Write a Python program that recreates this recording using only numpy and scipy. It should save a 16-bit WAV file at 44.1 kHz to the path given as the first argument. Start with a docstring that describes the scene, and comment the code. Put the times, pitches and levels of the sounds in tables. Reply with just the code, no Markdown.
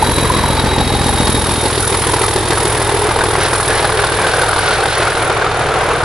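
"""A twelve-cylinder diesel locomotive comes up at full power, its uneven exhaust puffs making a throbbing
drone and a rasping bark while the turbocharger whistles and spits in time with them. It passes at one
second and the pitch sags. As it turns away, couplings clank, hard firings crack, and the tone hollows,
the exhaust now heard from behind over the grass. Last, the wheels swell as the coaches roll by and
screen the stack."""
import sys
import numpy as np
from scipy import signal
from scipy.fft import rfft, irfft, next_fast_len
from scipy.io import wavfile

SR = 44100
rng = np.random.default_rng(int(sys.argv[2]) if len(sys.argv) > 2 else 0)


def transcribe(signal):
    """Save signal, clipped to [-1, 1], as a 16-bit WAV file at the path in sys.argv[1]."""
    frames = np.atleast_2d(signal).T
    limited = np.clip(frames, -1, 1)
    pcm = np.round(limited * 32767).astype(np.int16)
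    wavfile.write(sys.argv[1], SR, pcm)


N = 266364
TIME = np.arange(N) / SR
PASS_S, TRACK_M, SPEED_M_PER_S = 1, 12.2, 14.8
# doublings of the locomotive's distance since its closest point
DOUBLINGS = np.log2(np.hypot(TRACK_M, SPEED_M_PER_S * (TIME - PASS_S)) / TRACK_M)


def amp(db):
    """Decibels to gain."""
    return np.exp(np.asarray(db) * (np.log(10) / 20))


def unit_rms(x):
    """Scales to rms 1."""
    return x / np.sqrt(np.mean(x ** 2) + 1e-20)


def curve(rows):
    """An automation curve, at every sample."""
    return np.interp(TIME, *np.transpose(rows))


def eq_db(points, hz):
    """Reads an EQ curve on a log-frequency axis."""
    f, db = np.transpose(points)
    return np.interp(np.log(hz + 1), np.log(f + 1), db)


def eq(x, points, delay_s=0):
    """Applies an EQ curve (f/Hz, level/dB) and an optional delay."""
    size = next_fast_len(N + 4096, real=True)
    hz = np.fft.rfftfreq(size, 1 / SR)
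    lag = np.exp(-2j * np.pi * hz * delay_s)
    return irfft(rfft(x, size) * amp(eq_db(points, hz)) * lag, size)[:N]


def noise():
    """White noise."""
    return rng.standard_normal(N)


def wander(per_s):
    """Random modulation of rms 1."""
    return unit_rms(np.interp(TIME * per_s, np.arange(4096), rng.standard_normal(4096)))


def swell(s, half_s):
    """A smooth bump of height 1 around one moment."""
    return np.exp(-np.minimum(((TIME - s) / half_s) ** 2, 20))


def resonate(x, hz, width_hz):
    """A resonance at a fixed or moving pitch, applied twice for steep skirts."""
    carrier = np.exp(2j * np.pi * (np.cumsum(np.full(N, hz) / SR) % 1))
    r = np.exp(-np.pi * width_hz / SR)
    baseband = signal.lfilter([(1 - r) ** 2], [1, -2 * r, r * r], x * carrier.conj())
    return unit_rms((carrier * baseband).real)


# engine cycle rate, sagging with the Doppler shift: t/s, f/Hz
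CYCLE_RATE = [(0.0, 7.291), (0.5, 7.237), (1.0, 7.095), (1.5, 6.976), (2.0, 6.876), (3.0, 6.824),
              (4.0, 6.793), (6.04, 6.79)]
def engine_cycles():
    """The engine's clock: cycles heard so far."""
    return np.cumsum(curve(CYCLE_RATE)) / SR


def firings(cycles, twelfths, db, scatter_db, jitter_s):
    """One click for each firing; no two burn quite alike."""
    beats = np.arange(46)[:, None] + twelfths / 12
    timing, strength = rng.standard_normal((2, *beats.shape))
    at_s = np.interp(beats, cycles, TIME, right=-1) + jitter_s * timing
    heard = (at_s > 0) & (at_s < TIME[-1])
    return np.bincount((at_s[heard] * SR).astype(int), amp(db + scatter_db * strength)[heard], N)


def puffs(clicks, rise_s, fall_s, steady):
    """Gas flow: each firing swells softly and dies over a steady stream."""
    t = TIME[:SR // 10]
    shape = (1 - np.exp(-(t / rise_s) ** 2)) * np.exp(-t / fall_s)
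    return unit_rms(unit_rms(signal.oaconvolve(clicks, shape)[:N]) + steady)


# how far the locomotive has turned its back: t/s, aspect (0 beside, 1 three-quarter, 2 behind)
ASPECT = [(1.35, 0.19), (1.7, 0.77), (3.1, 1.14), (4.5, 1.6)]
def fader(aspects_db, doubling_db=0, bush_db=0, screen_db=0):
    """A layer's gain from the three aspects, the distance, a bush in the way and the screening coaches."""
    facing_db = np.interp(curve(ASPECT), [0, 1, 2], aspects_db)
    in_bush = swell(0.87, 0.37)
    screened = (1 + np.tanh((TIME - 5.18) / 0.099)) / 2
    return amp(facing_db + doubling_db * DOUBLINGS + bush_db * in_bush + screen_db * screened)


def turning_dip(depth_db=-5):
    """The level ducks briefly as the locomotive turns away."""
    return amp(depth_db * swell(1.69, 0.19))


# EQ of the rolling bed: f/Hz, level/dB
WHEELS_EQ = [(15, -19), (60, -15), (130, -5), (230, -16), (430, 0.5), (800, -4), (1400, -6.5),
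             (2500, -12.5), (4500, -24.5), (7000, -29), (12000, -64)]
def wheels(uneven_db=1.5):
    """Roar of wheels on rails, growing as the coaches come by."""
    rolling_db = curve([(2.2, -22), (4.5, -17.5)])
    return unit_rms(eq(noise(), WHEELS_EQ)) * amp(rolling_db + uneven_db * wander(14))


# hits of couplings and bogies: t/s, level/dB before the trim, f/Hz
CLANKS = [(1.8294, -15, 1420), (2.2365, -10.5, 1220), (2.5213, -13, 1660), (2.5726, -10, 1260),
          (3.207, -10.5, 1560), (4.2866, -19, 1656), (4.678, -10, 1514)]
def clanks(attack_s=0.001, ring_s=0.017, trim_db=-4):
    """Steel knocks: a close cluster of modes that dies quickly."""
    t, out = TIME[:SR // 8], np.zeros(N + SR)
    envelope = np.exp(-t / ring_s) * (1 - np.exp(-t / attack_s))
    for s, db, hz in CLANKS:
        modes = sum(np.sin(2 * np.pi * (hz * ratio * t + rng.random())) for ratio in (0.94, 1, 1.05))
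        out[int(s * SR):][:len(t)] += amp(db + trim_db) * modes * envelope
    return out[:N]


# rasp cues: t/s, half length/s, level/dB, centre f/Hz
RASPS = [(1.056, 0.035, -26, 3000), (1.2, 0.022, -26, 3000), (3.438, 0.04, -18.5, 1560),
         (3.76, 0.071, -23.5, 1600), (4.33, 0.11, -28, 1630), (4.683, 0.09, -21.5, 1570),
         (4.95, 0.078, -22, 1560)]
# EQ of one rasp: multiple of the centre, level/dB
RASP_EQ = [(0.56, -21), (1, 14.5), (1.6, 7), (2.6, 8), (3.75, 0), (5.6, -21)]
def rasps(grain_db=1.8):
    """Short, grainy swells of rubbing steel and rushing gas."""
    out = 0
    for s, half_s, db, hz in RASPS:
        band = eq(noise(), [(hz * ratio, band_db) for ratio, band_db in RASP_EQ])
        out += amp(db) * swell(s, half_s) * unit_rms(band)
    return out * unit_rms(amp(grain_db * wander(150)))


# partials of the engine's hum: multiple of the cycle rate, rms level/dB
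ENGINE_HARMONICS = [(48, -47), (53, -39.5), (60, -65), (64, -35), (68, -36)]
def engine_hum(cycles):
    """Faint, steady humming tones locked to the engine cycle."""
    return sum(amp(db + 0.5 * wander(2.8)) * np.sqrt(2) * np.sin(2 * np.pi * order * cycles)
               for order, db in ENGINE_HARMONICS)


# the whistle swells and fades in the hot air: t/s, half length/s, level change/dB
WHISTLE_SWELLS = [(0.1, 0.047, 3), (0.304, 0.029, -9), (0.49, 0.04, -3), (0.6, 0.027, 3.5),
                  (0.657, 0.022, -16), (0.78, 0.023, -8), (1.069, 0.035, 5), (1.206, 0.032, 1),
                  (1.42, 0.046, 2), (1.97, 0.07, -2)]
def turbo_whistle(cycles, flow, order=536.5, waver_hz=17, flutter_db=4.2, octave_db=-20, chop=0.14):
    """The turbocharger's blade tone and its octave; puffs chop it and hot air makes it flutter."""
    blades = order * cycles + np.cumsum(waver_hz * wander(110)) / SR
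    tone = np.sin(2 * np.pi * blades) + amp(octave_db) * np.sin(4 * np.pi * blades)
    flutter = amp(flutter_db * np.minimum(wander(80), 1))
    envelope = unit_rms(flutter * (1 - chop + chop * flow))
    swells_db = sum(db * swell(s, half_s) for s, half_s, db in WHISTLE_SWELLS)
    return np.sqrt(2) * tone * envelope * amp(swells_db) * fader((-25.5, -34, -37), doubling_db=-1.5)


# EQ of the spit's sizzle: f/Hz, level/dB
SPIT_EQ = [(3500, -51), (5000, -12.5), (7000, -19.5), (8000, -14), (9000, -10.5), (9600, -2.5), (10100, 2),
           (10500, -4.5), (11200, -7), (12000, -30)]
# fader ride of the spit, surging as the train goes by: t/s, level/dB before the trim
SPIT_RIDE = [(0, -25), (0.2, -25), (0.55, -29.5), (0.68, -31.5), (1.3, -24.5), (2.0, -23.5), (2.3, -26),
             (2.47, -28), (2.58, -25), (3.0, -27), (3.12, -29.5), (3.25, -27.5), (3.42, -28), (3.55, -24),
             (4.07, -29.5), (4.37, -26.5), (4.75, -31), (5.2, -30.5), (5.42, -38.5), (6.04, -33.5)]
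def turbo_spit(flow, centre_hz=9225, receding_cycle_hz=6.82, trim_db=2.5):
    """Bright spurts of turbocharger hiss, sliding down with the Doppler shift."""
    shift_hz = centre_hz * (curve(CYCLE_RATE) / receding_cycle_hz - 1)
    doppler = np.exp(2j * np.pi * np.cumsum(shift_hz) / SR)
    spurts = signal.hilbert(eq(noise() * flow, SPIT_EQ), next_fast_len(N))[:N]
    return unit_rms((spurts * doppler).real) * amp(curve(SPIT_RIDE) + trim_db)


# EQ of the gas hiss: f/Hz, level/dB
HISS_EQ = [(1500, -35), (2500, -6), (3200, 3), (4200, 3.5), (5200, -2), (6200, -12), (7200, -9.5),
           (9000, -6.5), (12000, -34)]
def hiss(flow):
    """Escaping gas hisses, pulsing with the exhaust flow."""
    gas = unit_rms(eq(noise() * (flow + 0.42), HISS_EQ))
    return gas * fader((-25, -24.5, -20.5), doubling_db=-2.2, bush_db=-1.5, screen_db=-4)


# EQ of an exhaust crack: f/Hz, level/dB
CRACK_EQ = [(100, -38), (260, -55), (420, -0.5), (800, 4), (1500, 1), (2400, -8), (4500, -18), (9000, -64)]
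def cracks(flow):
    """Snappy bursts of turbulence at the firings, strongest from behind."""
    bursts = unit_rms(eq(noise() * flow, CRACK_EQ))
    return bursts * fader((-41, -26, -19.5), doubling_db=-1, screen_db=-2)


# accents, the hardest cracks: t/s, level/dB before the trim
BANGS = [(2.52, -7), (2.575, -13), (2.753, -11), (2.865, -22), (3.353, -5.5), (3.988, -8), (4.037, -5.5)]
def bangs(fall_s=0.0039, trim_db=-3):
    """Single hard firings: a short burst of turbulence each."""
    s, db = np.transpose(BANGS)
    clicks = np.bincount((s * SR).astype(int), amp(db + trim_db), N)
    envelope = signal.oaconvolve(clicks, np.exp(-TIME[:SR // 20] / fall_s))[:N]
    return unit_rms(eq(noise(), CRACK_EQ)) * envelope


# pitch of the stack's hollow ring: t/s, f/Hz
STACK_PITCH = [(0, 870), (.35, 1032), (.55, 878), (0.95, 826), (2.9, 946), (3.4, 840), (6.04, 714)]
def stack_rings(knocks, rough=0.45, sink_from_s=3.8, sink_hz_per_s=172):
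    """Firings ring the stack in short pips; from behind, a higher ring wavers and sinks."""
    gas = rough * puffs(knocks, rise_s=0.0003, fall_s=0.0041, steady=0.065)
    hollow = resonate(noise() * gas + knocks, curve(STACK_PITCH), width_hz=115)
    high_hz = 1657 - sink_hz_per_s * np.maximum(TIME - sink_from_s, 0) + 70 * wander(40)
    high = resonate(noise() * gas + knocks, high_hz, width_hz=145)
    return (hollow * fader((-21.5, -31.5, -36), doubling_db=2, bush_db=0.5)
            + high * fader((-38, -36, -15), doubling_db=-0.5, screen_db=-2))


# the boom rises to brief howls: t/s, half length/s, level/dB, f/Hz
HOWLS = [(2.85, 0.24, -25, 417), (3.058, 0.058, -20, 418), (4.005, 0.061, -19.5, 430)]
def silencer_boom(fronts, flow, base_hz=350, side_hz=91, doubling_hz=41.6):
    """Pressure fronts and turbulence make the silencer casing boom and now and then howl."""
    boom_hz = base_hz + side_hz * np.maximum(1 - curve(ASPECT), 0) ** 2 + doubling_hz * DOUBLINGS
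    boom = resonate(noise() * (flow + 0.2) + 1.2 * unit_rms(fronts), boom_hz, width_hz=187)
    waver = np.cumsum(14 * wander(45)) / SR
    howls = sum(amp(db) * swell(s, half_s) * np.sqrt(2) * np.sin(2 * np.pi * (hz * TIME + waver))
                for s, half_s, db, hz in HOWLS)
    return boom * fader((-25, -35.5, -34.5), doubling_db=2) + howls


def thump(cycles, twelfths=7.66, late_twelfths=0.185):
    """One hard cylinder kicks the silencer each cycle: a slap from the side, a later ring from behind."""
    lag = late_twelfths * np.minimum(curve(ASPECT), 1) / 12
    kicks = firings(cycles - lag, twelfths, 0, scatter_db=0.7, jitter_s=0.0001)
    slap = resonate(kicks, hz=480, width_hz=280) * fader((-26, -42, -42), doubling_db=0.5)
    ring = resonate(kicks, hz=411, width_hz=144) * fader((-34, -29.5, -33.5))
    return slap + ring


def blasts(fronts, push_s=0.0015):
    """Each exhaust valve lets go a steep pressure front followed by a suction."""
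    age = TIME[:SR // 50] / push_s
    pressure = signal.oaconvolve(fronts, (1 - age) * np.exp(-age))[:N]
    punch = eq(pressure, [(60, -29), (130, 0), (170, -3), (235, 6.5), (330, 2), (520, -12.5),
                          (700, -7), (1500, -23), (4000, -13)])
    return unit_rms(punch) * fader((-20.5, -27, -30), doubling_db=-4.7)


# colour of the bark from beside, three-quarter and behind: f/Hz, level/dB
BESIDE_EQ = [(110, -36), (165, -11), (230, -1), (300, -2), (500, -13), (620, -1.5), (720, -34), (880, -6),
             (1150, -4.5), (1400, -13), (1800, -11.5), (2500, -14.5), (3500, -58)]
QUARTER_EQ = [(110, -22), (155, -14), (200, -24.5), (270, -11.5), (350, 3.5), (470, 1.5), (620, -19),
              (800, 1), (1000, -3), (1400, -11), (1800, -8.5), (2400, -14), (3500, -22)]
BEHIND_EQ = [(110, -18), (160, -13), (240, -25), (310, -30), (420, -6.5), (620, 3.5), (1000, -3), (1550, 7),
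             (1800, -22.5), (2400, -13), (3500, -76)]
def bark(flow):
    """Rasping exhaust turbulence; the ground reflection scoops the low mids as the train recedes."""
    rasp = eq(noise() * flow, [(150, 6.5), (280, -3.5), (500, -5.5)])
    hz, t, spectra = signal.stft(rasp, SR, nperseg=1024, noverlap=768)
    aspect = np.interp(t, *np.transpose(ASPECT))
    morph = amp(sum(eq_db(colour, hz)[:, None] * np.maximum(1 - abs(aspect - k), 0)
                    for k, colour in enumerate([BESIDE_EQ, QUARTER_EQ, BEHIND_EQ])))
    morph /= np.linalg.norm(morph, axis=0)
    voiced = unit_rms(signal.istft(spectra * morph, SR, nperseg=1024, noverlap=768)[1][:N])
    gain = fader((-20.5, -18.5, -21), doubling_db=-0.05, bush_db=-2.5, screen_db=0.4)
    return voiced * gain * turning_dip()


# the engine's groove, one row a cylinder, the two banks in turn:
# place/twelfths of a cycle, then level/dB of pressure pulse, steep front, rasp, crack, stack ring
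CYLINDERS = [(1.47, -1, -3, 9, -2, -25), (1.9, 0, -21, -1.5, -11, 3.5), (3.6, 7, 0, 1, -18, -30),
             (3.88, -4.5, -20, 7.5, -20, -5), (5.44, 5.5, -16, 6.5, 0.5, -17), (6.03, 5.5, -20, 1.5, -7, 1),
             (7.9, -3, 4, 1.5, -7, -15), (8.04, -3.5, -13, 9.5, -7, -5), (9.5, 4, -1.5, 8, -0.5, -23),
             (10.02, 0, 0.5, 4.5, -18, 2.5), (11.48, 3.5, -5.5, -3.5, -34, -25),
             (11.85, -8.5, -20, 2.5, -20, -3.5)]
# balance of the drone's partials: multiple of the cycle rate, side level/dB, rear level/dB
DRONE_ORDERS = [(6, -18, -32), (7, -44, -21.5), (8, -53, -65), (9, -16, -29), (10, -19, -34),
                (11, -25, -24), (12, -31, -47), (13, -18.5, -21.5), (14, -26.5, -61), (15, -31, -22.5),
                (16, -29.5, -19.5), (17, -14.5, -47), (18, -48, -23.5), (19, -23.5, -30),
                (20, -31.5, -33.5), (21, -46, -63), (22, -52, -27), (23, -28, -42), (25, -42, -72)]
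def drone(cycles):
    """Low exhaust partials, phased to swing down through zero together at the strong cylinders."""
    twelfths, pulse_db = np.transpose(CYLINDERS)[:2]
    behind, out = np.clip(curve(ASPECT), 0, 1), 0
    for order, side_db, rear_db in DRONE_ORDERS:
        phase = np.angle(np.sum(amp(pulse_db) * np.exp(-2j * np.pi * order * twelfths / 12)))
        gain = amp(side_db + behind * (rear_db - side_db))
        out -= gain * np.sin(2 * np.pi * order * cycles + phase)
    return unit_rms(out) * fader((-20, -20.5, -24.5), doubling_db=-1.5)


# stereo width: f/Hz, side minus mid level/dB
WIDTH_EQ = [(30, -21), (60, -11), (130, -15.5), (300, -21), (600, -15), (1100, -18), (2000, -7.5),
            (4000, -10.5), (7000, -1.5), (10000, -11), (12000, -6)]
# stereo balance: f/Hz, left minus right level/dB
BALANCE_EQ = [(60, 3.5), (110, 0), (190, 2), (350, 0.5), (620, -1), (1120, 0.5), (2020, 1.0), (3620, -1.0),
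              (6500, 0.5), (11700, -4)]
def stereo(mid, scattered, left_lag_s=0.000012):
    """Scattered sound, turned 90 degrees in phase, gives the width; the left hears a touch later."""
    side = eq(signal.hilbert(scattered, next_fast_len(N))[:N].imag, WIDTH_EQ)
    channels = []
    for sign in (1, -1):
        balance = [(hz, sign * db / 2) for hz, db in BALANCE_EQ]
        channels.append(eq(mid + sign * side, balance, sign * left_lag_s / 2))
    return np.array(channels)


def scene():
    """The firing pattern drives the exhaust, one bank alone the turbo's pulsing; wheels roll beneath."""
    cycles = engine_cycles()
    twelfths, _, front_db, rasp_db, crack_db, ring_db = np.transpose(CYLINDERS)
    fronts = firings(cycles + 0.01, twelfths, front_db, scatter_db=2.5, jitter_s=0.00008)
    rasp_clicks = firings(cycles + 0.01, twelfths, rasp_db, scatter_db=3, jitter_s=0.0008)
    bank_clicks = firings(cycles + 0.011, twelfths[1::2], 0, scatter_db=2.5, jitter_s=0.0008)
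    crack_clicks = firings(cycles + 0.0044, twelfths, crack_db, scatter_db=2.4, jitter_s=0.00033)
    ring_lag = 0.00801 * (1 + curve(ASPECT))  # cycles; the stack rings later still from behind
    knocks = firings(cycles - ring_lag, twelfths, ring_db, scatter_db=1.7, jitter_s=0.0004)
    flow = puffs(rasp_clicks, rise_s=0.0025, fall_s=0.0063, steady=0.42)
    turbo_flow = puffs(bank_clicks, rise_s=0.0077, fall_s=0.0039, steady=1)
    crack_flow = puffs(crack_clicks, rise_s=0.003, fall_s=0.0025, steady=0.025)
    tones = engine_hum(cycles) + turbo_whistle(cycles, turbo_flow) + drone(cycles)
    resonances = thump(cycles) + stack_rings(knocks) + silencer_boom(fronts, flow)
    direct = tones + resonances * turning_dip() + blasts(fronts) + clanks() + rasps()
    # fresh noise for each of the two opens up the image
    mid, scattered = (direct + bark(flow) + cracks(crack_flow) + hiss(flow)
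                      + turbo_spit(turbo_flow) + bangs() + wheels() for _ in range(2))
    return stereo(mid, scattered)


# treble roll-off that dulls the very top of the sizzle: f/Hz, level/dB
ROLL_OFF_EQ = [(10600, 0), (11400, -7.5), (12000, -7)]
def record(dry, edge_hz=12000):
    """Dulls the top, clips any peaks at full scale, then low-passes."""
    dulled = np.array([eq(channel, ROLL_OFF_EQ) for channel in dry])
    lowpass = signal.firwin(301, edge_hz, window=("kaiser", 9), fs=SR)
    return signal.oaconvolve(np.clip(dulled, -1, 1), lowpass[None], "same", axes=1)


dry = scene()
out = record(dry)
transcribe(out)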